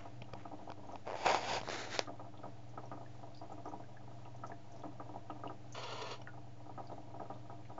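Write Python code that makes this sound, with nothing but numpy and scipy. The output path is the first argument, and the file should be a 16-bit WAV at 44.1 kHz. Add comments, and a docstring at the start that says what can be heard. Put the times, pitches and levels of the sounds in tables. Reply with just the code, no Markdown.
"""From the start the hum of a small dosing pump on a table runs throughout, with mains hum and faint hiss, at
one microphone. The pump, a wavering tone with ringing friction noise, pushes liquid through a tube into a
plastic cup: soft, uneven pats made of decaying cup modes, with tiny bubbles, dry ticks and one faint squeak.
A hand scrapes (stick-slip noise) and clicks (struck modes) on the housing close to the microphone; later
something is dragged with a short rasp of friction noise that surges evenly. The recorder is narrow-band."""
import sys
import numpy as np
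from scipy import signal
from scipy.fft import rfft, irfft, next_fast_len
from scipy.io import wavfile
from scipy.ndimage import map_coordinates

SR = 44100
rng = np.random.default_rng(int(sys.argv[2]) if len(sys.argv) > 2 else 0)


def unload_audio(sound):
    """Save the sound as a 16-bit wav file, at the path given as the first command line argument."""
    columns = np.transpose(np.atleast_2d(sound))
    # keep every value between -1 and 1, then stretch to whole-number steps
    steps = np.round(np.clip(columns, -1, 1) * 32767)
    wavfile.write(sys.argv[1], SR, steps.astype(np.int16))


N = 343539
T = np.arange(N) / SR  # t/s of every sample


def amp(db):
    """Decibels to gain."""
    return 10 ** (np.asarray(db) / 20)


def unit(x):
    """Scale to rms 1."""
    return x / np.sqrt(np.mean(x ** 2) + 1e-20)


def curves(rows):
    """One value per sample for each column after the time."""
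    s, *columns = np.transpose(rows)
    return [np.interp(T, s, column) for column in columns]


def wobble(rate):
    """A smooth random curve, rate knots a second."""
    knots = rng.standard_normal(int(N * rate / SR) + 4)
    return map_coordinates(knots, [T * rate])


def filtered(x, response):
    """x times a response of frequency."""
    m = next_fast_len(N + SR // 2)
    spectrum = rfft(x, m) * response(np.fft.rfftfreq(m, 1 / SR))
    return irfft(spectrum, m)[:N]


def coloured(x, points):
    """x shaped by (f/Hz, level/dB) points, at rms 1."""
    f, db = np.transpose(points)
    return unit(filtered(x, lambda hz: amp(np.interp(np.log(hz + 1), np.log(f), db))))


def resonant(x, rings):
    """x through (f/Hz, width/Hz, level/dB) resonances of alternating sign, at rms 1."""
    def response(f):
        total = 0
        for k, (centre, width, db) in enumerate(rings):
            damping = 1j * f * width
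            total = total + (-1) ** k * amp(db) * damping / (centre * centre - f * f + damping)
        return total
    return unit(filtered(x, response))


def grains(rate, spread_db):
    """Random tiny impulses of uneven size, at rms 1."""
    present = rng.random(N) < rate / SR
    size = rng.standard_normal(N)
    spread = amp(spread_db * np.clip(rng.standard_normal(N), -2, 2))
    return unit(present * size * spread)


def blows(times, db):
    """One impulse at each time."""
    return np.bincount(np.round(np.asarray(times) * SR).astype(int), amp(db), N)[:N]


def played(strikes, sound):
    """The same sound at every strike."""
    return signal.fftconvolve(strikes, sound)[:N]


def add(track, s, sound):
    """Mix a sound into a track at time s."""
    part = track[round(s * SR):][:len(sound)]
    part += sound[:len(part)]


def modes(table, attack):
    """One decaying complex wave per mode, so that each strike can set its own phase."""
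    t = np.arange(SR // 3) / SR
    hz, db, t60 = np.transpose(table)[:, :, None]
    return amp(db - 60 * t / t60) * np.exp(2j * np.pi * hz * t) * (1 - np.exp(-t / attack))


def bursts(times, db, colour, t60):
    """Coloured noise that flares at each time and dies away."""
    t = np.arange(SR // 3) / SR
    decay = amp(-60 * t / t60) ** 2 * (1 - np.exp(-t / 0.0046))
    power = played(blows(times, db) ** 2, decay)
    return np.sqrt(abs(power)) * coloured(rng.standard_normal(N), colour)


def stroke(start, length, swell_db, rise_db_per_s, fall_db_per_s):
    """Gain of one rubbing movement: a quick rise, a hold that swells or eases off, a release."""
    t = T - start
    hold = swell_db * (np.clip(t / length, 0, 1) - .5)
    rise = rise_db_per_s * np.maximum(-t, 0)
    fall = fall_db_per_s * np.maximum(t - length, 0)
    return amp(hold - rise - fall)


# the pump motor's tone, before its wavering: t/s, f/Hz, level/dB (rms)
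MOTOR_COURSE = [(0.0, 118.3, -63), (0.19, 120.8, -54), (0.43, 120.1, -60.5), (0.67, 124.6, -64.5),
                (1.26, 124.2, -64.5), (1.34, 116, -66.5), (1.54, 120.7, -56.5), (1.93, 117.5, -60.5),
                (2.91, 121.8, -55), (3.58, 122.7, -61), (4.47, 121.3, -54.5), (4.6, 124.9, -62),
                (5.12, 118.4, -55), (5.19, 118.3, -67), (5.32, 120.8, -56), (7.03, 122.1, -58),
                (7.7, 119.8, -55), (7.79, 121, -64)]
# mains hum: f/Hz, level/dB (rms)
MAINS_HUM = [(50, -72.5), (100, -63), (200, -70), (300, -68.5)]
# spectrum of the motor's shudder: f/Hz, relative level/dB
SHUDDER_COLOUR = [(68, -35.5), (88, -6), (97, -9), (110, 0.5), (130, -2), (150, -27.5), (220, -48)]


def pump(waver_db=0.36, waver_hz=0.85, flutter_db=0.75, rumble_db=-68.0):
    """The motor's tone sags and recovers with the load and wavers over a low shudder and mains hum."""
    hz, db = curves(MOTOR_COURSE)
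    level = amp(db + waver_db * wobble(10) + flutter_db * wobble(28))
    phase = 2 * np.pi * np.cumsum(hz + waver_hz * wobble(7.1)) / SR
    motor = level * np.sin(phase)
    mains = sum(amp(db) * np.sin(2 * np.pi * (f * T + rng.random())) for f, db in MAINS_HUM)
    shudder = amp(rumble_db) * coloured(rng.standard_normal(N), SHUDDER_COLOUR)
    return np.sqrt(2) * (motor + mains) + shudder


# what the running pump keeps ringing in its casing and the table: f/Hz, width/Hz, relative level/dB
CASING_RINGS = [(185, 8.7, -1.5), (278.7, 14, 2), (303.2, 14, 5.5), (364, 20, -10), (426, 12, -7.5),
                (525, 29, -8), (614.5, 14, -3.5), (685.4, 14, 7.5), (756, 13, -1), (809, 32, -6.5),
                (955, 16, -5)]


def whirr(level_db=-65, pulsing=0.6, waver_db=2.5):
    """The mechanism rubs once a turn, now harder, now softer, and keeps the casing's resonances sounding."""
    hz, _ = curves(MOTOR_COURSE)
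    turning = np.sin(2 * np.pi * np.cumsum(hz) / SR)
    rubbing = (1 + pulsing * turning) * rng.standard_normal(N)
    return amp(level_db + waver_db * wobble(12)) * resonant(rubbing, CASING_RINGS)


# spectrum of the room noise: f/Hz, relative level/dB
ROOM_COLOUR = [(15, -3.5), (35, -7), (70, -9), (150, -4), (240, -8.5), (300, -2.5), (380, -9), (560, -5.5),
               (690, -4.5), (800, -6), (1000, -14.5), (1500, -17.5), (2500, -20), (4000, -23),
               (7200, -27.5)]


def room(level_db=-62):
    """A steady, slightly wavering background of coloured noise."""
    return amp(level_db + 0.62 * wobble(7.7)) * coloured(rng.standard_normal(N), ROOM_COLOUR)


# faint rustles of handling: t/s, level/dB
HAND_RUSTLES = [(0.005, -56), (.41, -59), (.92, -67.5)]
# their spectrum: f/Hz, relative level/dB
DRY_RUSTLE_COLOUR = [(300, 2.5), (1000, 1), (2800, -6.5), (4000, -18.5), (7000, -19)]
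RUSTLE_FADE_DB_PER_S = 132  # on either side of each peak


def rustle():
    """Faint dry rustles, dense uneven grains, swell and fade while the hand moves into place."""
    gain = sum(amp(db - RUSTLE_FADE_DB_PER_S * abs(T - s)) for s, db in HAND_RUSTLES)
    return gain * coloured(grains(rate=3700, spread_db=-4.0), DRY_RUSTLE_COLOUR)


# the pats of liquid, before trims: t/s, level/dB, brightness/dB, after-slap level/dB re the pat
LIQUID_PATS = [(0.052, -39, -9, -11), (0.288, -45, -12, -18), (0.331, -40.5, -9, 1.5),
               (0.452, -36.5, -6, -13), (0.512, -39, -12, 2.5), (0.59, -39.5, -18, -3.5),
               (0.672, -39.5, -7, 4), (0.775, -46, -14, 3), (0.831, -43, -16, 1.5), (0.888, -37, -18, -21),
               (0.913, -42, -5, 6), (2.073, -35.5, 0, 1), (2.134, -45.5, -13, -16), (2.195, -36.5, -3, -5),
               (2.245, -41.5, -9, -8), (2.338, -44.5, -5, -14), (2.388, -41.5, -11, -10),
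               (2.433, -35, -3.5, 0), (2.56, -53, -14, -4), (2.688, -51, -15, -14), (2.735, -48, -10, -18),
               (2.775, -34.5, -0.5, -15), (2.833, -39.5, -11, -6), (2.915, -33, 0, -5),
               (2.971, -41, -7, -15), (3.009, -38.5, -14, -9), (3.19, -47, -12, -9),
               (3.229, -39.5, -11.5, -22), (3.272, -47.5, -14, -7), (3.414, -37, -14, -1.5),
               (3.496, -41.5, -13, -12), (3.517, -36.5, -10, -9), (3.578, -41.5, -10, -5),
               (3.655, -34, -1, 1), (3.716, -38.5, -7, 3.5), (3.796, -39.5, -14, -9),
               (3.886, -49, -14, -12), (3.914, -50.5, -14, -12), (3.96, -50, -12, -12),
               (4.008, -49, -4, -14), (4.074, -43.5, -14, -18), (4.112, -43.5, -9, -13),
               (4.21, -51.5, -16, -13), (4.255, -43.5, -7, 0.5), (4.342, -44.5, -14, -13),
               (4.386, -45, -16, -19), (4.436, -33.5, 1, -11), (4.495, -37, -7, 1), (4.643, -47.5, -16, -8),
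               (4.755, -44, -8, -17), (4.792, -43, -11, -14), (4.835, -33, -7.5, -1.5),
               (4.917, -44.5, -12, -15), (4.954, -49, -14, -15), (4.998, -34.5, -3, -12),
               (5.055, -44, -10, -12), (5.091, -38, -14, -9), (5.138, -40, -10, 6), (5.298, -33.5, -3, -19),
               (5.355, -41, -9, -11), (5.393, -43.5, -9, -11), (5.435, -34, -2.5, 2.5),
               (5.496, -34.5, -3, -14), (6.193, -45.5, -18, -8), (6.274, -45, -12, -14),
               (6.333, -45, -3, -15), (6.373, -41.5, -12, -15), (6.44, -55, -14, -18),
               (6.468, -48, -14, -15), (6.603, -48, -14, -17), (6.657, -43, -10, -13),
               (6.693, -39, -12, -15), (6.777, -33.5, -2.5, -0.5), (6.835, -48, -11, -9),
               (6.897, -40, -8, 7), (6.978, -41, -11, -11), (7.03, -50, -16, -10), (7.07, -45, -15, -16),
               (7.1, -45.5, -14, -12), (7.14, -38, -13, -3.5), (7.197, -35, -2.5, 1),
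               (7.253, -43.5, -8, -14), (7.299, -33, -3.5, -12), (7.356, -44.5, -8, -10),
               (7.453, -49, -9, -15), (7.497, -39.5, -3.5, -0.5), (7.588, -47.5, -15, -12),
               (7.696, -42, -7, 0.5), (7.78, -34, -2.5, -12)]
SLAP_S, SLAP_BRIGHT_DB = 0.019, -18.5  # a dull after-slap follows each pat
SMALL_PER_S, SMALL_DB, SMALL_SPREAD_DB, SMALL_BRIGHT_DB = 10, -54, 3, -7  # weak pats in between


def pushes(count=120):
    """Every push of the liquid as (t/s, level/dB, brightness/dB): pats, after-slaps, random faint pats."""
    rows = []
    for s, db, bright, slap in LIQUID_PATS:
        rows += [(s, db, bright), (s + SLAP_S, db + slap, SLAP_BRIGHT_DB)]
    for k, (when, size) in enumerate(rng.random((count, 2))):
        level = SMALL_DB + SMALL_SPREAD_DB * (2 * size - 1)
        rows.append(((k + when) / SMALL_PER_S, level, SMALL_BRIGHT_DB))
    return rows


# what every pat rings in the cup, the push itself dying fastest: f/Hz, relative level/dB, t60/s
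CUP_MODES = [(190.5, -20.5, 0.24), (279.8, -21, 0.36), (305.5, -14.5, 0.21), (370.7, -21, 0.16),
             (429, -18, 0.14), (530.4, -15.5, 0.097), (614, -16, 0.18), (688, -9.5, 0.13), (761, -2, 0.033),
             (783, -14.5, 0.092), (816, -12.5, 0.081), (890, -12.5, 0.056), (954.4, -11.5, 0.11),
             (1045, -23, 0.062), (1202, -9, 0.1), (1251, 1, 0.037), (1275, -8.5, 0.082), (1300, -26, 0.058),
             (1440, -25.5, 0.026), (1603, -18, 0.071), (1850, -30, 0.1)]
# spectrum of the wet smack: f/Hz, relative level/dB
SMACK_COLOUR = [(400, -17), (800, -1), (1050, -2.5), (1300, -3), (1600, -10), (1900, -14.5), (2600, -25),
                (5000, -45)]
# spectrum of the sloshing liquid: f/Hz, relative level/dB
SLOSH_COLOUR = [(120, -23.5), (280, -2.5), (450, -0.5), (750, -16.5), (1000, -7.5), (1130, -8.5),
                (1300, -14), (1500, -23), (2200, -27.5), (4000, -37)]


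def patter(trim_db=-1.13, bright_trim_db=-2, vary_db=1.67, detune=0.016, tail_db_per_s=50,
           slosh_db=-22.5, slosh_t60=0.26, smack_db=-15, smack_t60=0.11):
    """Each pat softly pushes the cup's modes, never quite alike; bright pats drive the upper modes more."""
    upper = np.transpose(CUP_MODES)[0] > 1130
    waves = modes(CUP_MODES, attack=np.where(upper, .0022, .0026)[:, None])
    out, rows, t = np.zeros(N), pushes(), np.arange(SR // 3) / SR
    phases = np.exp(2j * np.pi * rng.random((len(rows), len(CUP_MODES))))
    chances = rng.standard_normal((len(rows), len(CUP_MODES) + 2))
    for (s, db, bright), phase, (pitch, tail, *chance) in zip(rows, phases, chances):
        brightness = upper * (bright + bright_trim_db)
        gains = phase * amp(db + trim_db + brightness + vary_db * np.array(chance))
        low_ring = ((gains * ~upper) @ waves).imag
        high_ring = ((gains * upper) @ waves).imag
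        # only the upper modes shift in pitch from pat to pat
        high_ring = np.interp(t * (1 + detune * pitch), t, high_ring)
        add(out, s, (low_ring + high_ring) * amp(tail_db_per_s * np.tanh(tail) * t))
    s, db, bright = np.transpose(rows)
    # a wet smack, strongest on loud bright pats, opens each push; the liquid sloshes on briefly
    smacks = bursts(s, db + bright + smack_db, SMACK_COLOUR, t60=smack_t60)
    sloshing = bursts(s, db + slosh_db, SLOSH_COLOUR, t60=slosh_t60)
    return out + smacks + sloshing


# the clearest tiny bubbles, ticks and a squeak in the tube:
# t/s, level/dB before the gain, f/Hz, ringing/cycles
TUBE_BUBBLES = [(0.873, -61, 6520, 4.3), (0.922, -56, 5990, 2.2), (2.3747, -53, 3350, 3),
                (3.0614, -55, 1729, 10), (3.3488, -53, 4600, 4.5), (3.3728, -50, 4800, 3.7),
                (3.377, -66, 4760, 150), (3.5206, -55, 7000, 1.6), (3.688, -55.5, 6200, 3.4),
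                (3.838, -58, 1593, 9.7), (3.9692, -50.5, 1670, 4.3), (4.2522, -56, 2720, 5),
                (4.362, -62, 6070, 3.7), (4.466, -50, 5910, 1.6), (4.518, -47.5, 1730, 8),
                (4.717, -58, 6600, 2.28), (4.7623, -55.5, 5650, 2), (4.7942, -57, 5960, 2),
                (5.304, -51.5, 2804, 4.4), (5.475, -49.5, 2830, 7), (5.7244, -44.5, 6400, 2.9),
                (6.215, -59, 2954, 9), (6.217, -58.5, 5620, 18), (6.272, -61, 2760, 13),
                (6.2729, -46, 1750, 3.4), (6.2739, -43.5, 1436, 6), (6.289, -53, 1440, 21),
                (6.8713, -53, 4670, 5), (7.652, -52, 2284, 1.4)]
FIZZ_DB, FIZZ_HZ, FIZZ_CYCLES = -59, (2440, 6600), 6  # random bubbles: level before gain, pitch range


def bubbles(gain_db=2, splash_db=-13.0, splash_t60=0.1, count=10):
    """Tiny bubbles, dry ticks and one long faint squeak ring for their own cycles, each with a ragged splash."""
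    out, t = np.zeros(N), np.arange(SR // 8) / SR
    fizz = [(when * T[-1], FIZZ_DB, np.interp(pitch, [0, 1], FIZZ_HZ), FIZZ_CYCLES)
            for when, pitch in rng.random((count, 2))]
    for s, db, hz, cycles in TUBE_BUBBLES + fizz:
        envelope = (1 - np.exp(-t / 0.00013)) * np.exp(-t * hz / cycles)
        bubble = envelope * np.sin(2 * np.pi * hz * t)
        ragged = unit(signal.fftconvolve(rng.standard_normal(len(t)), bubble)[:len(t)])
        splash = ragged * amp(splash_db - 60 * t / splash_t60)
        add(out, s, amp(db + gain_db) * (bubble + splash))
    return out


# before it slides, the skin creeps in jerks: first jerk, first gap, each gap over the last
CREEP_S, CREEP_GAP_S, CREEP_SLOWING = 1.0687, .0069, 1.08


def jerk_times(count=10):
    """When the creeping skin lets go: each gap is a little longer than the last."""
    gaps = CREEP_GAP_S * CREEP_SLOWING ** np.arange(count)
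    return CREEP_S + np.cumsum(gaps) - gaps


CREEP_DB, CREEP_KNOCK_DB, CREEP_SCUFF_S = -43, 8.5, 0.00092  # middle level, knock, scuffing decay


def creep(vary_db=1.5, swell_db=2, top_db=-2, thump_db=-56):
    """A small dull click at every jerk, tending to grow as the pull builds; rows as in HOUSING_CLICKS."""
    times = jerk_times()
    swell = swell_db * np.linspace(-.5, .5, len(times))
    levels = CREEP_DB + swell + vary_db * rng.standard_normal(len(times))
    return [(s, db, CREEP_KNOCK_DB, top_db, CREEP_SCUFF_S, thump_db) for s, db in zip(times, levels)]


# clicks of the housing, before trims:
# t/s, level/dB, low-mode knock/dB, high-mode top/dB, scuffing decay/s, thump level/dB
HOUSING_CLICKS = [(0.2188, -31.5, -7, -9, 0.0034, -37.5), (0.3354, -34.5, 0.5, -2.5, 0.002, -35.5),
                  (0.7012, -40, 6.5, -4, 0.00092, -50), (0.7188, -38, 4.5, -0.5, 0.00067, -48),
                  (0.9567, -37.5, 3, -4, 0.0016, -43), (1.2612, -23.5, -4.5, -4, 0.00028, -57),
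                  (1.2678, -22.5, 2, -6, 0.000085, -54), (1.3126, -26, -3, 4, 0.00092, -57),
                  (1.346, -27.5, 8.5, 2, 0.00043, -56), (1.6138, -33, -4, -2, 0.0029, -36.5),
                  (1.633, -41, 4.5, -2, .001, -54), (1.675, -46.5, 16.5, 2, 0.0012, -54),
                  (1.6879, -31, 0, 1, 0.00042, -50), (1.6993, -32.5, 0, 4, 0.00023, -55),
                  (1.992, -15, -2.5, 3.5, 0.000013, -48), (6.217, -42, -1, -9, 0.0068, -63)]
# resonances of the housing, rung by every click: f/Hz, relative level/dB, t60/s
HOUSING_MODES = [(228, -32, 0.022), (466, 4.5, 0.0047), (685, 8, 0.0063), (733, -14, 0.03),
                 (880, -11, 0.0045), (1620, -8, 0.0038), (2360, -5.5, 0.0057), (3330, -10, 0.0066),
                 (4470, -2.5, 0.0027), (5660, -7, 0.0029), (6800, -10.5, 0.0016)]


def clicks(knock_trim_db=1, vary_db=0.6, thump_hz=190, thump_t60=0.016, echo_db=-42):
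    """Short scuffing contacts ring the housing's modes and thump its body; table and walls answer faintly."""
    out, t = np.zeros(N), np.arange(SR // 8) / SR
    waves = modes(HOUSING_MODES, attack=.00005).imag[:, :len(t)]
    sign, hz = (-1) ** np.arange(len(HOUSING_MODES)), np.transpose(HOUSING_MODES)[0]
    lower, upper = hz < 1800, hz > 4000
    thump = amp(-60 * t / thump_t60) * np.sin(2 * np.pi * thump_hz * t)
    for s, db, knock, top, scuff, thump_db in HOUSING_CLICKS + creep():
        contact = np.r_[1, rng.standard_normal(len(t) - 1)] * np.exp(-t / scuff)
        rings = signal.fftconvolve(contact[None], waves, axes=1)[:, :len(t)]
        # scuffing spreads a mode's energy in time without changing its amount
        even = np.linalg.norm(waves, axis=1) / np.linalg.norm(rings, axis=1)
        balance = lower * (knock + knock_trim_db) + upper * top
        levels = db + balance + vary_db * rng.standard_normal(len(HOUSING_MODES))
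        add(out, s, (sign * even * amp(levels)) @ rings + amp(thump_db) * thump)
    echo = amp(echo_db - 60 * t / 0.024) * rng.standard_normal(len(t))
    return out + played(out, echo)


# strokes of the hand: start t/s, length/s, body level/dB, hiss level/dB, swell over the stroke/dB
HAND_STROKES = [(1.064, .095, -48.5, -71, 4.5), (1.167, 0.091, -47.5, -55, 5.5),
                (1.261, .056, -31, -43.5, -2.5), (1.333, .005, -40, -44, -3),
                (1.348, 0.048, -40, -47.5, -8.5), (1.407, 0.15, -42.5, -46.5, 8.5),
                (1.637, 0.054, -57.5, -55.5, 5), (1.703, 0.14, -50.5, -46, -2),
                (1.852, 0.058, -54.5, -55, 0), (1.91, 0.045, -52.5, -45.5, 7),
                (1.993, 0.029, -50.5, -49.5, -8)]
# the rubbed housing's drumming and hiss in the first grip: f/Hz, relative level/dB
FIRST_GRIP_BODY = [(60, -38), (150, -31), (260, -18.5), (400, -7.5), (570, -2), (780, 2.5), (940, -1),
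                   (1150, -13), (1700, -13.5), (2400, -12.5), (4000, -35.5)]
FIRST_GRIP_HISS = [(900, -1.5), (1330, -4), (1550, 2), (1850, -10.5), (2450, -0.5), (3100, -2), (3480, 2),
                   (4050, -6), (4600, 1.5), (5050, -0.5), (5900, -9), (6700, -3), (7100, -9), (7600, -19)]
# the same in the second grip: f/Hz, relative level/dB
SECOND_GRIP_BODY = [(120, -26.5), (300, -1), (480, 0), (720, 0.5), (950, -4), (1150, -24), (2400, -40)]
SECOND_GRIP_HISS = [(900, -9.5), (1100, -6), (1300, -0.5), (1750, -0.5), (2250, -2), (2620, -7), (2950, -5),
                    (3280, -9.5), (3650, -3.5), (4300, -4.5), (4750, -10), (5500, -8), (6050, -10),
                    (6800, -10), (7600, -17.5)]
REGRIP_S = 1.62  # the hand shifts its grip
STROKE_RISE_DB_PER_S, STROKE_FALL_DB_PER_S = 891, 296


def scrape(thud_db=-52, coarse=0.53, crackle=0.66, judder_db=1.1, stuck_db=-3, slip_db=2.5):
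    """Skin sticks and slips on plastic: coarse slips drum on the housing, fine ones hiss."""
    body, hiss = np.zeros(N), np.zeros(N)
    for start, length, body_db, hiss_db, swell_db in HAND_STROKES:
        gain = stroke(start, length, swell_db, STROKE_RISE_DB_PER_S, STROKE_FALL_DB_PER_S)
        body = np.maximum(body, amp(body_db) * gain)
        hiss = np.maximum(hiss, amp(hiss_db) * gain)
    # at first the skin sticks and only jerks forward, then it slides freely
    times = jerk_times()
    jerks = played(blows(times, np.zeros(len(times))), np.exp(-np.arange(SR // 50) / SR / 0.0024))
    sliding = np.clip((T - times[-1]) / 0.01, 0, 1)
    creeping = amp(stuck_db) + amp(slip_db) * jerks
    motion = (sliding + (1 - sliding) * creeping) * amp(judder_db * wobble(220))
    slips = unit(rng.standard_normal(N) + coarse * grains(rate=1500, spread_db=2.0))
    fine = unit(slips + crackle * grains(rate=2200, spread_db=-2.5))

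    # the resonances move when the hand takes a new grip
    def gripped(x, first, second):
        return np.where(T < REGRIP_S, coloured(x, first), coloured(x, second))

    drumming = body * gripped(motion * slips, FIRST_GRIP_BODY, SECOND_GRIP_BODY)
    hissing = hiss * gripped(motion * fine, FIRST_GRIP_HISS, SECOND_GRIP_HISS)
    # the housing rocks once as the grip shifts
    thud = amp(thud_db) * np.exp(-((T - 1.57) / 0.043) ** 2) * np.sin(2 * np.pi * 48 * T)
    return drumming + hissing + thud


def wandering(x, share, rate):
    """x with its resonances drifting up and down by a small share of their pitch."""
    return map_coordinates(x, [np.cumsum(1 + share * wobble(rate))], mode="mirror")


# spectrum of the plain drag noise: f/Hz, relative level/dB
DRAG_COLOUR = [(150, -44), (250, -12), (300, -8), (346, -34), (422, -5.5), (673, -13.5), (809, -9),
               (973, -7), (1410, -7), (1530, -21), (2770, -12.5), (4180, -18), (7360, -29.5), (9570, -47),
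               (16200, -120)]
# resonances of the drag: f/Hz, width/Hz, relative level/dB
DRAG_RINGS = [(450, 72, -2.5), (670, 48, 0.5), (975, 47, 2.5), (1392, 80, -9.5), (1800, 40, -9.5),
              (2190, 170, -15), (2880, 150, -10), (3450, 55, -9), (4240, 160, -11.5), (4720, 100, -13),
              (5600, 200, -21.5), (6850, 260, -22.5)]
# what each catch of the rasp sets off: f/Hz, width/Hz, relative level/dB
GROAN_RINGS = [(458, 76, -1), (603, 54, -7), (3020, 250, -27), (5600, 140, -19.5)]
RASP_START_S, RASP_LENGTH_S, RASP_DB, RASP_SWELL_DB = 5.7505, 0.392, -47, -0.2
RASP_RISE_DB_PER_S, RASP_FALL_DB_PER_S = 4000, 401


def rasp(period=0.0922, surge_db=5.0, plain_db=-3, sharpness=11, ring_db=-1.5, ring_sharpness=3,
         ring_lag_s=0.005):
    """Dense friction in slightly drifting resonances catches evenly; each catch groans and whistles."""
    friction = unit(rng.standard_normal(N) + 1.3 * grains(rate=1600, spread_db=-0.5))
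    body = wandering(resonant(friction, DRAG_RINGS), share=0.012, rate=25)
    sound = unit(body + amp(plain_db) * coloured(rng.standard_normal(N), DRAG_COLOUR))
    cycle = 2 * np.pi * (T - 5.931) / period
    catch = np.exp(sharpness * (np.cos(cycle) - 1))
    # the ringing lags each catch and is silent for the first half period
    lag = 2 * np.pi * ring_lag_s / period
    ringing = np.exp(ring_sharpness * (np.cos(cycle - lag) - 1)) * (T > RASP_START_S + period / 2)
    treble = filtered(sound, lambda hz: hz ** 2 / (hz ** 2 + 2000 ** 2))
    surge = (amp(surge_db) - 1) * catch * (treble + 0.28 * sound)
    groan = amp(ring_db) * ringing * resonant(rng.standard_normal(N), GROAN_RINGS)
    drag = stroke(RASP_START_S, RASP_LENGTH_S, RASP_SWELL_DB, RASP_RISE_DB_PER_S, RASP_FALL_DB_PER_S)
    return amp(RASP_DB) * drag * (sound + surge + groan)


def scene():
    """Pump, liquid, handling and room at one microphone."""
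    running = pump() + whirr() + room()
    liquid = patter() + bubbles()
    handling = rustle() + clicks() + scrape() + rasp()
    return (running + liquid + handling)[None]


TOP_HZ = 7450  # middle of the recorder's 300 Hz wide upper band edge


def record(dry, offset_db=-49):
    """The recorder keeps nothing above its band edge; its converter rests slightly below zero."""
    band = filtered(dry[0], lambda hz: np.clip((TOP_HZ - hz) / 300 + .5, 0, 1))
    return (band - amp(offset_db))[None]


dry = scene()
out = record(dry)
unload_audio(out)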